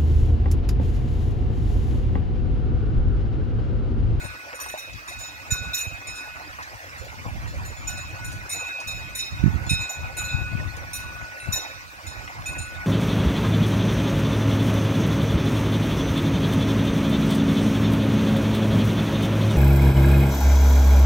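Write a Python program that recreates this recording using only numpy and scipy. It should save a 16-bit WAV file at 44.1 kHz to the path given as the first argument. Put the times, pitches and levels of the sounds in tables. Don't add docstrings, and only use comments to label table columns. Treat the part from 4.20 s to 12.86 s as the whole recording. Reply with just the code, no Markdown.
import sys
import numpy as np
from scipy import signal
from scipy.fft import rfft, irfft, next_fast_len
from scipy.io import wavfile
from scipy.ndimage import uniform_filter1d

SR = 44100
rng = np.random.default_rng(int(sys.argv[2]) if len(sys.argv) > 2 else 0)


def log_audio(samples):
    frames = np.atleast_2d(samples).T
    limited = np.clip(frames, -1, 1)
    pcm = np.round(limited * 32767).astype(np.int16)
    wavfile.write(sys.argv[1], SR, pcm)


N = 381906
TIME = np.arange(N) / SR


def gain_of(db):
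    return 10 ** (np.asarray(db) / 20)


def unit_rms(x):
    return x / np.sqrt(np.mean(x ** 2) + 1e-20)


def curve_at(points, hz):
    f, value = np.transpose(points)
    return np.interp(np.log(hz + 1), np.log(f + 1), value)


def smooth_noise(shape, *widths):
    x = rng.standard_normal(shape)
    for width in widths:
        x = uniform_filter1d(x, size=width, axis=0)
    return unit_rms(x)


def add(mix, start_s, sound):
    part = mix[max(round(start_s * SR), 0):][:len(sound)]
    part += sound[:len(part)]


def at_ports(left, right, lag_s=14 / SR):
    return np.array([left, np.interp(TIME - lag_s, TIME, right)])


def scatter(x, t60_s=0.75):
    t = np.arange(SR // 2) / SR
    taps = rng.standard_normal((2, len(t))) * (rng.random((2, len(t))) < .05) * gain_of(-60 * t / t60_s)
    taps /= np.linalg.norm(taps, axis=1, keepdims=True)
    return signal.fftconvolve(x, taps, axes=1)[:, :N]


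# t/s, level/dB
HUM_LEVEL = [(0, -46.5), (.56, -52), (.61, -75), (.84, -70), (.97, -52), (1.298, -55.5), (1.312, -37.5),
             (1.57, -44.5), (1.63, -59), (1.87, -54), (2.02, -44), (2.35, -60.5), (3.665, -61),
             (3.685, -41), (3.78, -46), (3.87, -64), (3.95, -49), (4.03, -41), (4.26, -50.5), (4.32, -62),
             (4.41, -44), (4.8, -55), (4.97, -50), (5.02, -61), (5.13, -63), (5.24, -43), (5.39, -52),
             (5.52, -45), (5.7, -44), (5.965, -48.5), (5.98, -37.5), (6.3, -39.5), (6.66, -49.5),
             (6.83, -41.5), (7.32, -44.5), (7.77, -60), (7.95, -48.5), (8.25, -61), (8.28, -44.5),
             (8.55, -41), (8.66, -39)]


def hum(hz=1470, wander_hz=0.96, roughness=0.18, lag_rad=0.81):
    angle = 2 * np.pi * np.cumsum(hz + wander_hz * smooth_noise(N, 4000)) / SR
    level = gain_of(np.interp(TIME, *np.transpose(HUM_LEVEL))) * (1 + roughness * smooth_noise(N, 300))
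    return np.sqrt(2) * level * np.cos([angle, angle - lag_rad])


# seam/dB, lip/dB, corner/dB (+ nearer), wall/dB (+ front, - back)
BLOWS = [(0.001, -54.5, -4.0, 13.5, 12.5, -3.5, -3), (0.04, -55, -8, 16.5, 17.0, 9.0, 8),
         (0.344, -59, -4.5, 4.5, 16, 17, 4.0), (0.399, -52.0, -3, 2, 18.5, 27, 5),
         (0.483, -51.5, -4.0, 13, 13, 11.0, -2), (0.574, -51.5, -6.0, 17, 10, 15, -1),
         (0.877, -49.5, -5.5, 11, 10, 12.5, 6), (0.987, -53, 3.5, 9.5, 6, 4.5, 6.5),
         (1.031, -50, 0.5, 8, -2.5, 10, 6), (1.305, -39.5, 2.0, 7.5, 4, 7.5, 3.5),
         (1.427, -51.0, -9, 10, 2, 4.5, 4.0), (1.532, -42, -11, 25, 8.5, 10.5, 6),
         (1.543, -44.0, 0.5, 2, 3, 30.0, 9.5), (1.581, -41.5, 1, 3.5, 10, 12.0, 0.5),
         (1.869, -48.5, -3.5, 1, 8, 10.5, 16), (1.953, -50.0, -7, 4.5, 10, 14, 15),
         (3.448, -55, 2, 3, 9, 4.5, -2), (3.673, -46.5, 0.5, 0.5, 6, 14, 8),
         (3.771, -47.5, -4, 6, 4, -1.5, 6), (4.043, -53.5, -2.0, 10, 15.5, 9.5, -1),
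         (4.293, -47.5, 1, 19, 16, 7, 4.5), (4.323, -42.0, 1.5, 9.5, 7.5, 1.5, 0.5),
         (4.389, -45, -6.5, 0, 0.5, 10, 4.5), (4.464, -47.5, -15.5, 10, 3, 11, 4),
         (4.671, -44.0, -3.5, 12.0, 6.5, 8.0, 5), (4.745, -50.5, -6.5, 12.0, 1, 8, 3),
         (4.95, -47.5, 2, 18.5, 15, 5, -1.0), (4.984, -44.5, -1.5, 25.5, 9, 1, 7),
         (5.493, -37.0, -6, 14, 11, 8.0, 12.5), (5.602, -41.5, -5.5, 8, 3.5, -2.5, 1),
         (5.692, -47.5, 0.5, 8, 1, 10.5, -3.5), (5.968, -41, -2, 4.5, 13.5, 4.5, -5),
         (6.04, -44.5, -4.5, 13.5, 5.5, -2.5, -18.5), (6.082, -44.5, -10, 10, 0, -1, 4),
         (6.731, -47.5, -2, 19.5, 20, 10.5, -6), (7.323, -44, 6.5, 23.5, 4, 10.0, 2),
         (7.865, -53, -0.5, 13, 9, 3, 7.5), (8.258, -44.5, -5.5, -2, 14.0, 12.5, 2),
         (8.383, -48.5, -1, 1, 17, 0.0, 9.5)]


def blow_levels_db(feed):
    return feed[0] + np.array(BLOWS)[:, 1:] @ np.array(feed[1:])


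def mode_family(mode_hz, modes, feed, spread_db, lag_rad, chatter, build_s, flutter):
    step_s, contact_s = .0005, .06
    t = np.arange(0, TIME[-1] + step_s, step_s)
    starts = np.transpose(BLOWS)[0]
    last_blow = np.maximum(np.searchsorted(starts, t, "right") - 1, 0)
    age_s = np.maximum(t - starts[last_blow], 0)[:, None]
    hz = np.array(mode_hz)
    db, t60_s, pan_db = np.transpose(modes)
    share = gain_of(db + spread_db * rng.standard_normal((len(starts), len(hz))))
    size = share / np.linalg.norm(share, axis=1, keepdims=True) * gain_of(blow_levels_db(feed))[:, None]
    still_ringing = np.vstack([0 * hz, size[:-1] * gain_of(-60 * np.diff(starts)[:, None] / t60_s)])
    jolt = np.sqrt(np.clip(1 - (still_ringing / size) ** 2, 0, 1))
    phase = np.cumsum(jolt * rng.uniform(-np.pi, np.pi, size.shape), 0)
    ring = (size * np.exp(1j * phase))[last_blow] * gain_of(-60 * age_s / t60_s)
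    pole = np.exp(-step_s / build_s)
    ring = signal.lfilter([1 - pole], [1, -pole], ring, axis=0)
    rattle = smooth_noise(ring.shape, 7) + 1j * smooth_noise(ring.shape, 7)
    ring *= 1 + chatter * np.exp(-age_s / contact_s) * rattle
    sway = smooth_noise(ring.shape, 50, 25) + 1j * smooth_noise(ring.shape, 50, 25)
    ring *= (1 + flutter * sway) / np.sqrt(1 + 2 * flutter ** 2)
    detune = 0.00048 * rng.standard_normal(len(starts))
    drift_s = np.cumsum(detune[last_blow]) * step_s
    ring *= np.sqrt(2) * np.exp(2j * np.pi * drift_s[:, None] * hz)
    out = np.zeros((2, N))
    for k in range(len(hz)):
        angle = (2 * np.pi * (hz[k] * TIME % 1)).astype(np.float32)
        tone = np.interp(TIME, t, ring[:, k]) * (np.cos(angle) + 1j * np.sin(angle))
        left, right = unit_rms(gain_of([pan_db[k] / 2, -pan_db[k] / 2]))
        out[0] += left * tone.real
        out[1] += right * (tone * np.exp(-1j * lag_rad)).real
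    return out


# f/Hz, relative density/dB
CLANK_SPECTRUM = [(1000, 0), (2200, 17.5), (3200, -2), (3900, 21), (4600, -2), (5900, 5), (7100, 10),
                  (8400, -4), (9100, 4), (9900, -15), (11000, 1.5), (15500, 5)]
# offset/dB, six blow weights
CLANK_FEED = (-5.5, 0.93, 0.5, 0.18, 0.23, 0.2343, 0)


def clank(fall_s=0.025, rattle_db=5.0, colour_db=8.0):
    out, t = np.zeros((2, N)), np.arange(8192) / SR
    hz = np.fft.rfftfreq(len(t), 1 / SR)
    envelope = np.sqrt(2 * t / fall_s) * np.exp(.5 - t / fall_s)
    for (start_s, *_), level_db in zip(BLOWS, blow_levels_db(CLANK_FEED)):
        colour = gain_of(curve_at(CLANK_SPECTRUM, hz) + colour_db * smooth_noise(len(hz), 24, 16))
        rattle = unit_rms(gain_of(rattle_db * smooth_noise(len(t), 200)))
        contact = rng.standard_normal((2, len(t))) * rattle
        rasp = unit_rms(irfft(rfft(contact) * colour))
        for port in range(2):
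            add(out[port], start_s, gain_of(level_db) * envelope * rasp[port])
    return out


# relative level/dB, t60/s, left over right/dB
RING_HZ = [2502, 2510, 2589, 2608, 2650]
RING_MODES = [(-6, 1.8, -4), (5.5, 1.56, 0.5), (-9.5, 1.33, 0), (0, 1.204, -3), (-11.5, 2.1, 24)]
RING_FEED = (7.5, 1.0063, -0.62, -0.047, -0.0858, 0.1441, -0.06)
CLANG_HZ = [3768, 3785, 3820, 3838]
CLANG_MODES = [(-3.5, 0.45, -1.5), (2, 0.6, -1), (-6, 0.3, -2.5), (-7, 0.18, 4)]
CLANG_FEED = (8.5, 1.13, 0, 0.6131, -0.32, 0.23, 0.18)
TANG_HZ = [4120, 8064]
TANG_MODES = [(0, .4, -10), (-3, .2, 1.5)]
TANG_FEED = (-1.8, 0.92, 0.3, 0.14, 0.24, -0.43, -0.027)
BRASS_HZ = [5276]
BRASS_MODES = [(0, 0.51, -6)]
BRASS_FEED = (-16, 0.84, 0.5, 0.4874, -0.0855, 0.0365, 0.93)
BLARE_HZ = [5835, 5862]
BLARE_MODES = [(-0.74, 0.28, -16), (-0.26, 0.276, -7)]
BLARE_FEED = (-11.5, 0.88, 0.66, 0.45, 0.14, 0.74, -0.14)
PING_HZ = [6968, 6985, 7001]
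PING_MODES = [(6, 0.24, -2), (5, 0.28, -4.5), (-1, 0.277, -5)]
PING_FEED = (19, 1.0649, 1.1, -0.1169, -0.0527, 0.05, 0.01)
SIZZLE_HZ = [8848, 8876, 9030, 9500]
SIZZLE_MODES = [(12, 0.268, 2.5), (16, 0.22, 1.9), (7.5, 0.12, 2.5), (-7.5, 0.16, 2)]
SIZZLE_FEED = (-12, 0.92, 0.52, 0, 1.09, 0.2039, 0.29)
SHIMMER_HZ = [10347, 10718, 10860, 10945, 10972]
SHIMMER_MODES = [(-5.5, 0.28, 5.7), (-2, 0.2, 6.5), (-7, 0.24, 5), (-1, 0.154, 6.7), (4, 0.23, 5)]
SHIMMER_FEED = (-12, 0.99, 0.9, 0.304, 0.81, 0.31, -0.22)
GLINT_HZ = [12161, 12180, 13238, 14266, 15180, 15700]
GLINT_MODES = [(5, 0.23, 14), (-3, .18, 7), (-4, .18, 9), (-10, 0.19, 6.6), (-13, 0.16, 2.5),
               (-20, 0.17, 2)]
GLINT_FEED = (-13.5, 0.9, 1.1, 0.2544, 0.4, 0.7354, -0.4)


def cowbell():
    low = hum()
    low += mode_family(RING_HZ, RING_MODES, RING_FEED,
                       spread_db=1.9, lag_rad=0.55, chatter=0.05, build_s=0.003, flutter=0.2)
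    high = mode_family(CLANG_HZ, CLANG_MODES, CLANG_FEED,
                       spread_db=2.5, lag_rad=2.2, chatter=0.17, build_s=0.005, flutter=0.18)
    high += mode_family(TANG_HZ, TANG_MODES, TANG_FEED,
                        spread_db=2.0, lag_rad=1.85, chatter=0.25, build_s=0.009, flutter=0.25)
    high += mode_family(BRASS_HZ, BRASS_MODES, BRASS_FEED,
                        spread_db=0, lag_rad=1.78, chatter=0.2, build_s=0.0065, flutter=0.22)
    high += mode_family(BLARE_HZ, BLARE_MODES, BLARE_FEED,
                        spread_db=3.0, lag_rad=1.78, chatter=0.22, build_s=0.005, flutter=0.22)
    high += mode_family(PING_HZ, PING_MODES, PING_FEED,
                        spread_db=2.5, lag_rad=0.3, chatter=0.22, build_s=0.0035, flutter=0.18)
    high += mode_family(SIZZLE_HZ, SIZZLE_MODES, SIZZLE_FEED,
                        spread_db=3.0, lag_rad=0.92, chatter=0.35, build_s=0.0051, flutter=0.3)
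    high += mode_family(SHIMMER_HZ, SHIMMER_MODES, SHIMMER_FEED,
                        spread_db=3.0, lag_rad=0.92, chatter=0.4, build_s=0.0055, flutter=0.3)
    high += mode_family(GLINT_HZ, GLINT_MODES, GLINT_FEED,
                        spread_db=4.0, lag_rad=0.98, chatter=0.35, build_s=0.0063, flutter=0.35)
    return low + high + clank() + gain_of(-15) * scatter(low) + gain_of(-20) * scatter(high)


# f/Hz, relative density/dB
RUSH_SPECTRUM = [(100, -51), (300, -4), (410, -12.5), (540, -2), (800, -1), (1050, -1), (1700, 0.5),
                 (1950, 0), (2450, -2), (3100, -14), (5600, -12.5), (7600, -20), (10000, -26), (15500, -23)]
# t/s, level before trim/dB
RUSH_LEVEL = [(0, -45), (.45, -43.5), (.7, -50.5), (.95, -45), (2.4, -45), (2.8, -45.5), (3.3, -45),
              (4.9, -43.5), (5.08, -47.5), (5.3, -40.5), (7.1, -45.5), (7.48, -39.5), (7.701, -50.5),
              (8, -43.5)]
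# f/Hz, left-right coherence
RUSH_COHERENCE = [(100, 1), (500, 0.74), (1500, 0.77), (2400, 1), (3500, 0.016), (7000, 0.031),
                  (15000, 0.054)]


def field_rush(trim_db=5.0, patchy_db=4.0, flicker_db=1.5, body_hz=1700):
    window, hop = 1024, 256
    frames, hz = N // hop + 5, np.fft.rfftfreq(window, 1 / SR)
    real, imag, own_real, own_imag, patches = rng.standard_normal((5, frames, len(hz)))
    patches = unit_rms(uniform_filter1d(uniform_filter1d(patches, size=5, axis=0), size=7, axis=1))
    level_db = np.interp(np.arange(frames) * hop / SR, *np.transpose(RUSH_LEVEL))
    swell_db = level_db - level_db.mean() + flicker_db * smooth_noise(frames, 4)
    body_db = swell_db[:, None] / (1 + (hz / body_hz) ** 2)
    coherence = curve_at(RUSH_COHERENCE, hz)
    left = real + 1j * imag
    right = coherence * left + np.sqrt(1 - coherence ** 2) * (own_real + 1j * own_imag)
    colour = gain_of(curve_at(RUSH_SPECTRUM, hz) + patchy_db * patches + body_db)
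    spectra = np.array([left, right]) * colour
    _, rush = signal.istft(spectra.swapaxes(1, 2), nperseg=window, noverlap=window - hop)
    balance = gain_of([[-.8], [.8]])
    return at_ports(*unit_rms(rush[:, :N])) * balance * gain_of(level_db.mean() + trim_db)


# t/s, length/s, left level/dB, right level/dB
GUSTS = [(0.03, 0.052, -32, -39), (0.7, 0.053, -37, -58), (0.945, 0.06, -43, -38),
         (1.287, 0.23, -36, -38.5), (1.625, 0.13, -57, -37.5), (1.866, 0.071, -37, -47),
         (2.686, 0.35, -45, -39), (2.957, 0.58, -32, -31), (3.582, 0.62, -34.5, -34.5),
         (3.98, 0.22, -36, -35), (4.666, 0.36, -40, -37), (5.093, 0.53, -31.5, -33),
         (5.204, 0.17, -31, -17.5), (5.77, 0.31, -33.5, -37), (6.12, 0.39, -26.5, -34.5),
         (6.49, 0.56, -39.5, -41), (7.252, 0.073, -25.5, -44), (7.835, 0.25, -46, -32.5),
         (8.158, 0.76, -37.5, -37)]


def wind_pressure(port, lull_db=-51, wander_db=5, wander_per_s=8, rise_s=0.066, fall_s=0.1):
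    wander = np.interp(TIME * wander_per_s, np.arange(256), rng.standard_normal(256))
    power = gain_of(lull_db + wander_db * wander) ** 2
    for start_s, length_s, *ports_db in GUSTS:
        corners_s = np.cumsum([start_s - rise_s / 2, rise_s, max(length_s - rise_s, 0), fall_s])
        power += np.interp(TIME, corners_s, np.array([0, 1, 1, 0]) * gain_of(ports_db[port])) ** 2
    return np.sqrt(power)


# f/Hz, relative density/dB
RUMBLE_SPECTRUM = [(15, -59), (35, -1), (60, 1.5), (100, 2), (140, -7), (200, -15.5), (300, -18),
                   (450, -34), (1000, -77), (3000, -90)]


def wind_rumble(lumpy_db=4.0):
    out, size = np.zeros((2, N)), next_fast_len(N, real=True)
    colour = gain_of(curve_at(RUMBLE_SPECTRUM, np.fft.rfftfreq(size, 1 / SR)))
    for port in range(2):
        lumps = uniform_filter1d(smooth_noise(N, 1600), size=400)
        turbulence = irfft(rfft(rng.standard_normal(size)) * colour, size)[:N]
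        out[port] = unit_rms(turbulence * gain_of(lumpy_db * lumps)) * wind_pressure(port)
    return out


# t/s, peak before trim/dB, f/Hz, port (0 left, 1 right)
EDDIES = [(0.052, -22.5, 118, 0), (1.325, -9, 98, 1), (1.674, -19, 94, 1), (3.066, -18, 108, 0),
          (5.241, -1, 150, 1), (5.263, 0.5, 132, 1), (5.28, -3, 158, 1), (5.516, -7, 138, 1),
          (5.533, -8.5, 89, 1), (6.147, -8, 106, 0), (6.355, -10, 115, 0), (7.288, -14, 112, 0)]


def eddy_thumps(cycles=0.65, steepness=0.39, trim_db=-1):
    out, t = np.zeros((2, N)), np.arange(-SR // 25, SR // 25) / SR
    for centre_s, db, hz, port in EDDIES:
        angle = 2 * np.pi * (hz * t + rng.random())
        eddy = np.cos(angle + steepness * np.sin(angle)) / np.cosh(2 * hz * t / cycles)
        add(out[port], centre_s + t[0], gain_of(db + trim_db) * eddy)
    return out


# t/s, level/dB, decay/s, centre f/Hz
STEMS = [(0.33, -31, .01, 1610), (0.44, -34, .006, 1690), (0.462, -34, 0.0091, 900),
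         (0.5, -36, 0.0049, 1950), (0.731, -39.5, 0.011, 4600), (0.793, -42, 0.0019, 2400),
         (2.386, -30, 0.02, 1110), (2.427, -36.5, 0.0093, 4160), (4.118, -40, 0.029, 6600),
         (4.601, -39, 0.019, 5600), (6.567, -39.5, 0.0097, 5900), (8.076, -34, 0.015, 1630),
         (8.222, -35.5, 0.0021, 2160)]


def grass_crackle(snaps_per_sample=0.22, width_octaves=0.53):
    out, t = np.zeros(N), np.arange(8192) / SR
    hz = np.fft.rfftfreq(len(t), 1 / SR)
    for start_s, db, decay_s, centre_hz in STEMS:
        snaps = rng.standard_normal(len(t)) * (rng.random(len(t)) < snaps_per_sample)
        band = np.exp(-np.log2((hz + 1) / centre_hz) ** 2 / (2 * width_octaves ** 2))
        clump = unit_rms(irfft(rfft(snaps) * band))
        add(out, start_s, gain_of(db) * clump * np.exp(-t / decay_s))
    return at_ports(out, out)


# f/Hz, level/dB, t60/s
KNOCK_MODES = [(630, -23, .06), (721, -27, .06), (818, -35, .05)]


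def knock(start_s=.54, rise_s=0.00057):
    out, t = np.zeros(N), np.arange(SR // 5) / SR
    ring = sum(gain_of(db - 60 * t / t60_s) * np.cos(2 * np.pi * hz * t) for hz, db, t60_s in KNOCK_MODES)
    add(out, start_s, ring * (1 - np.exp(-t / rise_s)))
    return at_ports(out, out)


# t/s, level/dB
FAR_MODES = [(2622, -6, 0.8), (3461, -4, .3), (4156, -5, 0.28), (5320, -6, 0.49), (6940, 1, 0.28),
             (6995, -3, .3), (7228, -6, .16), (7540, -9, 0.1), (8850, -7, 0.12)]
FAR_BLOWS = [(2.781, -47), (3.275, -45), (3.567, -50), (5.465, -43), (6.088, -44), (7.866, -49)]
THIN_MODES = [(2610, -2, .6), (2654, -1, .62), (3914, -5, .4), (4129, -11, .3), (7235, -11, .15),
              (9173, -4, .16), (10330, -16, .15), (10860, -12, .14)]
THIN_BLOWS = [(7.2, -42), (8.382, -43)]


def far_bell(modes, blows, spread_db=3.0, rise_s=0.00043, scatter_db=-5):
    out, t = np.zeros(N), np.arange(SR * 3 // 4) / SR
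    hz, db, t60_s = np.transpose(modes)[:, :, None]
    tones = gain_of(db - 60 * t / t60_s) * np.sin(2 * np.pi * hz * t) * (1 - np.exp(-t / rise_s))
    for start_s, level_db in blows:
        add(out, start_s, gain_of(level_db + spread_db * rng.standard_normal(len(hz))) @ tones)
    direct = at_ports(out, out)
    return direct + gain_of(scatter_db) * scatter(direct)


def scene():
    bells = cowbell() + far_bell(FAR_MODES, FAR_BLOWS) + far_bell(THIN_MODES, THIN_BLOWS)
    return bells + field_rush() + grass_crackle() + knock() + wind_rumble() + eddy_thumps()


def record(dry, low_cut_hz=42, band_limit_hz=15800):
    thinned = signal.sosfilt(signal.butter(3, low_cut_hz, "high", fs=SR, output="sos"), dry)
    lowpass = signal.firwin(511, band_limit_hz, window=("kaiser", 9), fs=SR)
    return signal.oaconvolve(thinned, lowpass[None], "same")


dry = scene()
out = record(dry)
log_audio(out)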